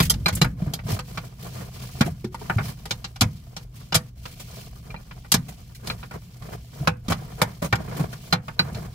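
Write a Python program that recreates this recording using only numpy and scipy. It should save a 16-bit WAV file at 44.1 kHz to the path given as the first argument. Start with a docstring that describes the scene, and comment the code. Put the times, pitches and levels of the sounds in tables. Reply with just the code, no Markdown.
"""A steel clack, clink and panel thud burst in over a low rumble that soon dies away.
Gloved hands then turn a steel socket and extension on a bolt, close up in the footwell of a car.
Contacts are damped steel modes plus filtered noise; knocks and springy clips are decaying sines.
Rubber gloves rub and scuff as shaped noise and tiny random slips that ring the steel.
A low hum, one slightly unsteady sine, lies under it all with soft room noise."""
import sys
import numpy as np
from scipy import signal
from scipy.fft import rfft, irfft, next_fast_len
from scipy.io import wavfile
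from scipy.ndimage import map_coordinates

SR = 44100
rng = np.random.default_rng(int(sys.argv[2]) if len(sys.argv) > 2 else 0)


def digitize_waveform(pressure):
    """Quantize a signal to 16-bit integers and store it at the path in sys.argv[1].

    Rows of a 2-D input are taken as channels; values are limited to [-1, 1].
    """
    field = np.atleast_2d(pressure).T
    bounded = np.clip(field, -1, 1)
    quanta = np.round(bounded * 32767).astype(np.int16)
    wavfile.write(sys.argv[1], SR, quanta)


N = 394254


def amp(db):
    """Decibels to gain."""
    return 10 ** (np.asarray(db) / 20)


def unit(x):
    """Scale to rms 1."""
    return x / np.sqrt(np.mean(x ** 2) + 1e-20)


def along(points, hz):
    """(Hz, value) points read on a log axis."""
    f, v = np.transpose(points)
    return np.interp(np.log(hz + 1), np.log(f + 1), v)


def curves(rows):
    """One value per sample for each column after the time."""
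    s, *cols = np.transpose(rows)
    return [np.interp(np.arange(N) / SR, s, c) for c in cols]


def wobble(rate_hz, size=N):
    """A smooth random curve, rate_hz knots a second."""
    knots = rng.standard_normal(int(size * rate_hz / SR) + 4)
    return map_coordinates(knots, [np.arange(size) * rate_hz / SR])


def tilted(spectrum, slope_db):
    """The spectrum leaning by slope_db an octave, pivoting on its first point."""
    pivot_hz = spectrum[0][0]
    return [(hz, db + slope_db * np.log2(hz / pivot_hz)) for hz, db in spectrum]


def noise(spectrum, alike, size):
    """Coloured stereo noise of rms 1; alike is the left-right correlation."""
    m = next_fast_len(size + 512)
    gain = amp(along(spectrum, np.fft.rfftfreq(m, 1 / SR)))
    mid, side = irfft(rfft(rng.standard_normal((2, m))) * gain, m)[:, :size]
    turn = np.arccos(np.clip(alike, -1, 1)) / 2
    return unit(np.cos(turn) * mid + np.sin(turn) * np.array([side, -side]))


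def add(track, s, sound):
    """Mix a sound into the track at time s."""
    start = max(round(s * SR), 0)
    part = track[:, start:start + sound.shape[-1]]
    part += sound[..., :part.shape[1]]


def walls(sound, db):
    """Nearby metal and plastic send back a few quick copies, different at each port."""
    echoes = np.zeros((2, SR // 100))
    for port in echoes:
        delays = rng.integers(SR // 2000, SR // 180, size=8)
        port[delays] = amp(db) * rng.choice([-1, 1], size=8)
    echoes[:, 0] = 1  # direct sound
    echoes /= np.linalg.norm(echoes[0])
    return signal.fftconvolve(sound, echoes, axes=1)[:, :sound.shape[1]]


# tool pressed on its bracket, modes: (frequency [Hz], relative level [dB], t60 [s])
STEEL_MODES = [(496.7, 4, 0.22), (624, -2.5, 0.096), (799.6, 10, 0.097), (917, 6.5, 0.1),
               (1116, 4.5, 0.053), (1230, 9, 0.055), (1428, 11.5, 0.077), (2323, 10, 0.063),
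               (4070, 2, 0.047), (4950, 4, 0.057), (5400, 9, 0.031), (7330, 8.5, 0.045)]


def ring(spectrum, t60_s, hold_s, modes_db, tail_db, alike):
    """One register of a steel contact: damped modes and chatter, rms 1 over its first 10 ms."""
    t = np.arange(SR // 4) / SR
    hz, db, life_s = np.transpose(STEEL_MODES)
    shape = (2, len(hz))
    # each contact point excites the modes differently; each port hears its own mix
    spread_db = 3.6 * rng.standard_normal(len(hz)) + 2 * rng.standard_normal(shape)
    size = amp(db + along(spectrum, hz) + spread_db)
    phase = rng.uniform(0, 2 * np.pi, len(hz)) + rng.standard_normal(shape)
    hz = hz * (1 + 0.0055 * rng.standard_normal(len(hz)))  # grip shifts the modes
    waves = np.exp((2j * np.pi * hz - np.log(1000) / life_s)[:, None] * t)
    modes = ((size * np.exp(1j * phase)) @ waves).imag
    # faces chatter, then footwell reflections die away
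    fade = amp(-60 * np.maximum(t - hold_s, 0) / t60_s) + amp(tail_db - 60 * t / 0.21)
    jitter = amp(3.17 * wobble(1000, size=len(t)))
    chatter = walls(noise(spectrum, alike, len(t)) * fade * jitter, db=-6.0)
    attack = 1 - np.exp(-t / 0.00036)
    sound = (chatter + amp(modes_db) * modes / np.linalg.norm(size)) * attack
    return sound / np.sqrt(np.mean(sound[:, :SR // 100] ** 2))


def ticks(spectrum, rate_hz, spread_db, count):
    """Tiny slips of uneven size at count spots, each ringing the tool faintly; rms 1."""
    out = np.zeros((2, N))
    for _ in range(count):
        hits = rng.random(N) < rate_hz / count / SR
        slips = hits * amp(spread_db * rng.random(N)) * np.sign(rng.standard_normal(N))
        tick = ring(spectrum, t60_s=0.071, hold_s=0, modes_db=-4.5, tail_db=-39.0, alike=0.27)
        out += signal.oaconvolve(slips[None], tick, axes=1)[:, :N]
    return unit(out)


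# panel rumble spectrum, also under arm and gloves: (frequency [Hz], relative density [dB])
RUMBLE_SPECTRUM = [(30, -18.5), (110, 4), (165, 3.5), (245, -10), (700, -59.5)]


def thud(db, hz):
    """A push on the bracket sets a panel swinging in two modes; its neighbours rumble along."""
    t = np.arange(SR // 4) / SR
    swing = np.sin(2 * np.pi * hz * t) + 0.12 * np.sin(2 * np.pi * 2.106 * hz * t)
    swing = swing * amp(-60 * t * hz / 11)  # t60 of 11 cycles
    panels = noise(RUMBLE_SPECTRUM, 0.99, len(t)) * amp(-60 * t / 0.39)
    sound = (swing + 0.15 * panels) * (1 - np.exp(-t * hz / .5))
    return amp(db + 1.5) * sound / np.abs(sound).max()


# room noise spectrum, also the cabin boom: (frequency [Hz], relative density [dB])
ROOM_SPECTRUM = [(12, -9), (56, 18), (80, 10.5), (200, -5.5), (1500, -37.5), (15000, -61.5)]
SETTLE_DB, SETTLE_DB_PER_S = -28, 20.5  # start level, decay rate


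def arm():
    """The forearm rumbles against the trim, booms in the cabin and comes to rest."""
    t = np.arange(N) / SR
    level = amp(SETTLE_DB - SETTLE_DB_PER_S * t + wobble(26.0))
    return level * (noise(RUMBLE_SPECTRUM, 0.97, N) + noise(ROOM_SPECTRUM, 1, N))


# hum, sagging a little: (time [s], frequency [Hz], mean level [dB])
HUM_SAG = [(2.0, 126.2, -39.5), (3.3, 121.8, -44.5)]


def background():
    """A low sine hum, unsteady in level and phase, over soft room noise."""
    hz, db = curves(HUM_SAG)
    phase = 2 * np.pi * np.cumsum(hz) / SR + .5 * wobble(1.96)
    hum = amp(db + wobble(1.6)) * np.sin(phase)
    return hum + amp(-45.5) * noise(ROOM_SPECTRUM, 0.98, N)


# fingers stop to change grip: (middle [s], length [s])
GRIP_PAUSES = [(0.56, 0.055), (2.306, 0.033), (3.695, 0.093), (4.134, 0.071), (7.002, 0.15), (8.387, 0.091)]
PAUSE_DB = -12


def holding():
    """Gain of the light, lasting glove contact: drifts with finger pressure, ebbs in each pause."""
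    t = np.arange(N) / SR
    pause = sum(np.exp(-(2 * (t - s) / length_s) ** 4) for s, length_s in GRIP_PAUSES)
    return amp(1.8 * wobble(6) + PAUSE_DB * pause)


# glove strokes over the tool:
# (start [s], length [s], relative drag level [dB], relative hiss level [dB])
GLOVE_STROKES = [(0.594, 0.17, -45.5, -60.5), (0.861, 0.11, -36.5, -42), (1.056, 0.23, -49, -53),
                 (1.394, 0.29, -45.5, -50.5), (1.733, 0.37, -47.5, -50), (2.388, 0.25, -45, -52.5),
                 (2.624, 0.1, -41.5, -44), (4.246, 0.44, -54.5, -52.5), (4.87, 0.14, -48.5, -80),
                 (5.856, 0.095, -39, -49), (6.128, 0.035, -38.5, -50.5), (6.42, 0.16, -45.5, -56.5),
                 (6.714, 0.17, -46.5, -54.5), (7.05, 0.5, -46.5, -57), (7.786, 0.32, -40, -55),
                 (8.093, 0.25, -50.5, -54), (8.598, 0.29, -41.5, -56.5)]
STROKE_ATTACK_S, STROKE_RELEASE_S = 0.059, 0.066


def strokes():
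    """Drag and hiss gains: each stroke takes hold, slides evenly and lets go."""
    t, power = np.arange(N) / SR, np.zeros((2, N))
    for s, length_s, drag_db, hiss_db in GLOVE_STROKES:
        take = np.clip((t - s) / STROKE_ATTACK_S + .5, 0, 1)
        release = np.clip((s + length_s - t) / STROKE_RELEASE_S + .5, 0, 1)
        power += (amp([[drag_db], [hiss_db]]) * take * release) ** 2
    return np.sqrt(power)


# rubber drag and hiss spectra: (frequency [Hz], relative density [dB])
DRAG_SPECTRUM = [(120, -18), (300, 5.5), (750, 1), (2200, -12), (5000, -34.5)]
HISS_SPECTRUM = [(700, -28.5), (2000, 3), (4500, 1), (15000, -3)]
HOLD_DRAG_DB, HOLD_HISS_DB, HOLD_RUMBLE_DB = -59.5, -61, -47.5  # gloves merely holding, relative
SHAKE_DB = 5  # panel rumble re stroke drag gain
GRIT_DB, GRIT_RATE_HZ = -6, 280  # fine catches ringing the steel, re hiss


def gloves():
    """Rubber drags over metal in tiny uneven slips; the harder it drags, the more the panels shake."""
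    pull, slide = strokes()
    hold, grip = holding(), wobble(28)
    friction = np.hypot(pull, amp(HOLD_DRAG_DB) * hold)
    smear = unit(walls(amp(6.5 * wobble(170)) * noise(DRAG_SPECTRUM, 0.71, N), db=0.0))
    slips = ticks(tilted(CLACK_SPECTRUM, -4.5), rate_hz=230, spread_db=24.5, count=4)
    drag = friction * amp(2.5 * grip) * (amp(-2.0) * smear + amp(-3.5) * slips)
    fizz = unit(walls(amp(3.7 * wobble(600)) * noise(HISS_SPECTRUM, 0, N), db=-2.5))
    grit = ticks(CLINK_SPECTRUM, rate_hz=GRIT_RATE_HZ, spread_db=12, count=4)
    fizz = unit(fizz + amp(GRIT_DB) * grit)
    hiss = np.hypot(slide, amp(HOLD_HISS_DB) * hold) * amp(5.0 + 1.5 * grip) * fizz
    shake = np.hypot(amp(SHAKE_DB) * pull, amp(HOLD_RUMBLE_DB) * hold)
    rumble = shake * amp(grip) * noise(RUMBLE_SPECTRUM, 0.98, N)
    return drag + hiss + rumble


# contact register spectra: (frequency [Hz], relative density [dB])
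CLACK_SPECTRUM = [(150, -37), (300, -6.5), (600, -1), (1250, 0.5), (1900, -3), (2500, -7), (4500, -49)]
CLINK_SPECTRUM = [(1300, -59), (2200, -13), (2900, -2.5), (4400, -2), (7000, -8.5), (10500, -31.5)]
SIZZLE_SPECTRUM = [(4200, -48), (7000, -11.5), (12500, -9.5), (16000, -23.5)]
# steel contacts: (time [s], relative level [dB], hardness as relative tilt [dB/octave],
# clink freed by a looser grip [dB])
STEEL_CONTACTS = [(0.001, -11, -4, -1), (0.101, -23, 2, -0.5), (0.138, -33.5, -2.5, 2.5),
                  (0.259, -13, -5, -4.5), (0.281, -15.5, -4, -2), (0.351, -45.5, 7, -3),
                  (0.415, -12, -3.5, 1), (0.444, -17, -5.5, -9), (0.736, -32.5, -0.3, 4.5),
                  (0.79, -31, -9.5, 0), (0.99, -24, -4.5, -3), (1.174, -21.5, -7, 0), (2.008, -13, -5, 0.5),
                  (2.244, -32.5, -4.5, -1.5), (2.344, -29.5, -4, -6.5), (2.497, -13.5, -9, -8),
                  (2.584, -18, -12.5, 2.5), (2.605, -27, -16, -8), (2.855, -29.5, -3, -4),
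                  (2.908, -21, -4, 6), (3.043, -28.5, -6, 9), (3.159, -35.5, -3.5, 0), (3.209, -19, 0.3, 4),
                  (3.217, -13.5, -5, 1), (3.565, -30, -3.5, 2.5), (3.923, -19, -7, 7),
                  (3.944, -16, -1, 0.5), (3.952, -13.5, -0.5, -2), (4.254, -29, -6.5, 2.5),
                  (4.904, -39, -7, -1), (4.942, -27.5, -12.5, 2), (5.11, -34, -11, 7),
                  (5.246, -38.5, -9.5, -3), (5.318, -18, 2, 0.5), (5.34, -14, -1, -1), (5.872, -30, -2, 2),
                  (5.899, -22.5, -10, 6), (6.029, -30, -9, 2), (6.11, -30, -6.5, -7),
                  (6.421, -37.5, -5, -4), (6.873, -7, -7, -2), (7.082, -26.5, -3.5, 0),
                  (7.12, -14, -6, -2.5), (7.416, -7.5, -4, -5), (7.726, -8.5, -8.5, 0),
                  (7.754, -27, -3.5, -1.5), (8.128, -30.5, -4, -5), (8.326, -9, -6, 0),
                  (8.481, -24.5, -8, -3), (8.592, -11.5, -7, -2), (8.746, -36.5, -4.5, 5)]
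CLINK_OCTAVES, SIZZLE_OCTAVES = 1.86, 3.27  # register height above the clack
PANEL_HZ = 165.1  # panel behind the bracket, shaken by every clack and scuff
CLACK_THUD_DB, SCRAPE_THUD_DB, THUD_LAG_S = -8, 0.5, 0.0032  # its answer, relative levels


def contacts():
    """The hand-damped tool clacks when it seats and clinks when bare edges meet; the panel answers."""
    out = np.zeros((2, N))
    for s, db, hardness, loose_db in STEEL_CONTACTS:
        # harder, shorter contacts favour higher modes
        colour = tilted(CLINK_SPECTRUM, 1.68 * hardness + 5.4)
        clack = ring(CLACK_SPECTRUM, t60_s=0.062, hold_s=0.0037, modes_db=5.5, tail_db=-15.0, alike=0.38)
        clink = ring(colour, t60_s=0.062, hold_s=0.00055, modes_db=1.5, tail_db=-35.5, alike=0.068)
        sizzle = ring(SIZZLE_SPECTRUM, t60_s=0.045, hold_s=0.0017, modes_db=-9.5, tail_db=-30.0, alike=0.27)
        clack *= amp(db - 7.5)
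        clink *= amp(db + CLINK_OCTAVES * hardness + loose_db)
        sizzle *= amp(db + SIZZLE_OCTAVES * hardness - 4.0)
        add(out, s, clack + clink + sizzle)
        add(out, s + THUD_LAG_S, thud(db + CLACK_THUD_DB, PANEL_HZ))
    return out


SING_T60_S, SING_ATTACK_S = 0.063, 0.00081


def sing(modes, strikes):
    """A part struck while the fingers hold it loosely rings on in a few clear modes."""
    out, t = np.zeros((2, N)), np.arange(SR // 4) / SR
    hz = np.transpose(modes)[0]
    fade = amp(-60 * t / SING_T60_S) * (1 - np.exp(-t / SING_ATTACK_S))
    for s, db, hardness in strikes:
        mode_db = np.transpose(tilted(modes, hardness))[1]
        size = amp(db + mode_db + 2 * rng.standard_normal((2, len(hz))))
        held_hz = hz * (1 + 0.0041 * rng.standard_normal(len(hz)))  # grip shifts the modes
        waves = fade * np.exp(2j * np.pi * held_hz[:, None] * t)
        phase = 2 * np.pi * rng.random(size.shape)
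        add(out, s, ((size * np.exp(1j * phase)) @ waves).imag)
    return out


# free modes of the two parts: (frequency [Hz], relative level [dB])
EXTENSION_MODES = [(2390, 1), (2720, -7.5), (4080, 5.5), (4750, -4)]
SOCKET_MODES = [(3190, -0.5), (4330, -12.5), (4885, 1), (5120, -8), (6300, -5), (7540, -9.5), (10020, -7),
                (11190, -3), (11520, -2.5), (12500, 0.5)]
# strikes on each part: (time [s], relative level [dB], hardness as tilt [dB/octave])
EXTENSION_STRIKES = [(0.259, -13.5, -4), (0.417, -23.5, 9), (4.904, -32.5, -24), (4.962, -35, -17),
                     (5.899, -24, -6), (8.325, -24, 8), (8.592, -17.5, 5)]
SOCKET_STRIKES = [(0.002, -20.5, -1.5), (0.098, -16, 2.5), (0.736, -30, 1.5), (3.952, -18.5, -2.5),
                  (5.321, -22, -1)]


def clinks():
    """Extension and socket, loosely held, each ring in their own modes."""
    return sing(EXTENSION_MODES, EXTENSION_STRIKES) + sing(SOCKET_MODES, SOCKET_STRIKES)


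# heavy knocks on the surrounding panels: (time [s], relative level [dB], pitch [Hz])
PANEL_KNOCKS = [(0.004, -13.5, 135), (0.326, -16, 108), (0.415, -7.5, 163), (0.62, -16.5, 168),
                (0.67, -16.5, 134), (0.852, -23.5, 114), (0.924, -18.5, 107), (2.008, -8, 228),
                (2.247, -20.5, 212), (2.562, -13.5, 108), (3.213, -18, 242), (3.22, -14.5, 109.5),
                (3.255, -18.5, 99.7), (3.958, -20, 121), (5.343, -14, 200), (5.375, -37, 108),
                (6.809, -21, 136), (7.084, -20, 200), (7.73, -14, 121), (8.002, -15, 159),
                (8.726, -24, 164)]


def knocks():
    """Hand and tool bump the panels, each knock with its own pitch."""
    out = np.zeros((2, N))
    for s, db, hz in PANEL_KNOCKS:
        add(out, s, thud(db, hz))
    return out


# short glove scuffs: (time [s], relative hiss level [dB], scrape re hiss [dB])
GLOVE_SCUFFS = [(0.0205, -18.5, -23), (0.047, -24.5, -30), (0.324, -30, -6), (0.364, -29.5, -3),
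                (0.889, -45, 14), (1.602, -41.5, 8), (2.0566, -31.5, 6), (3.757, -42.5, -21),
                (4.395, -31.5, -6), (5.481, -34.5, -3.5), (5.746, -37.5, -41), (5.8654, -37, -6),
                (7.097, -23, 5.5), (7.6186, -27.5, 7.5), (7.642, -27.5, 5), (7.963, -32, 4.5),
                (7.992, -33, 8)]


def scuffs():
    """A fingertip slips over the knurled steel in one short gritty swell and tugs at the panel."""
    out = np.zeros((2, N))
    u = np.arange(SR // 8) / SR / 0.0081  # time in units of the rise
    for s, db, scrape_db in GLOVE_SCUFFS:
        swell = u * np.exp(1 - u) * amp(1.2 * wobble(450, size=len(u)))
        hiss = noise(HISS_SPECTRUM, 0, len(u))
        scrape = amp(scrape_db) * noise(DRAG_SPECTRUM, 0.32, len(u))
        add(out, s, amp(db - 5.5) * walls(swell * (hiss + scrape), db=-10.5))
        add(out, s + THUD_LAG_S, thud(db + scrape_db + SCRAPE_THUD_DB, PANEL_HZ))
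    return out


# springy clips and brackets nudged by the hand:
# (time [s], pitch [Hz], relative level [dB], t60 of the sustained part [s])
CLIP_PLUCKS = [(2.078, 708, -29, 0.052), (2.243, 367, -26.5, 0.31), (2.345, 910, -29.5, 0.036),
               (2.414, 900, -41, 0.046), (2.499, 1460, -20.5, 0.043), (3.951, 650, -24, 0.16)]


def plucks():
    """A springy part is nudged softly, swings up within a cycle and sings on."""
    out, t = np.zeros((2, N)), np.arange(SR // 3) / SR
    for s, hz, db, t60_s in CLIP_PLUCKS:
        fade = amp(-60 * t / 0.039) + 0.28 * amp(-60 * t / t60_s)
        attack = 1 - np.exp(-2 * t * hz)
        wave = np.sin(2 * np.pi * hz * t + .5 * wobble(120, size=len(t)))
        add(out, s, amp(db + 5) * fade * attack * wave)
    return out


def scene():
    """The tool lies a little to the right of the microphones; the rest is not panned."""
    tool = (contacts() + clinks() + scuffs()) * amp([[-.5], [.5]])
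    return tool + knocks() + plucks() + gloves() + arm() + background()


TOP_HZ = 15900  # inside the steep treble cut


def record(dry):
    """Peaks round off near full scale, then a steep low-pass cuts the top treble."""
    held = dry / (1 + np.abs(dry) ** 6) ** (1 / 6)
    m = next_fast_len(N + SR // 2)
    cut = [(TOP_HZ - 300, 0), (TOP_HZ + 600, -35), (TOP_HZ + 1300, -120)]  # (Hz, dB)
    gain = amp(along(cut, np.fft.rfftfreq(m, 1 / SR)))
    return irfft(rfft(held, m) * gain, m)[:, :N]


dry = scene()
out = record(dry)
digitize_waveform(out)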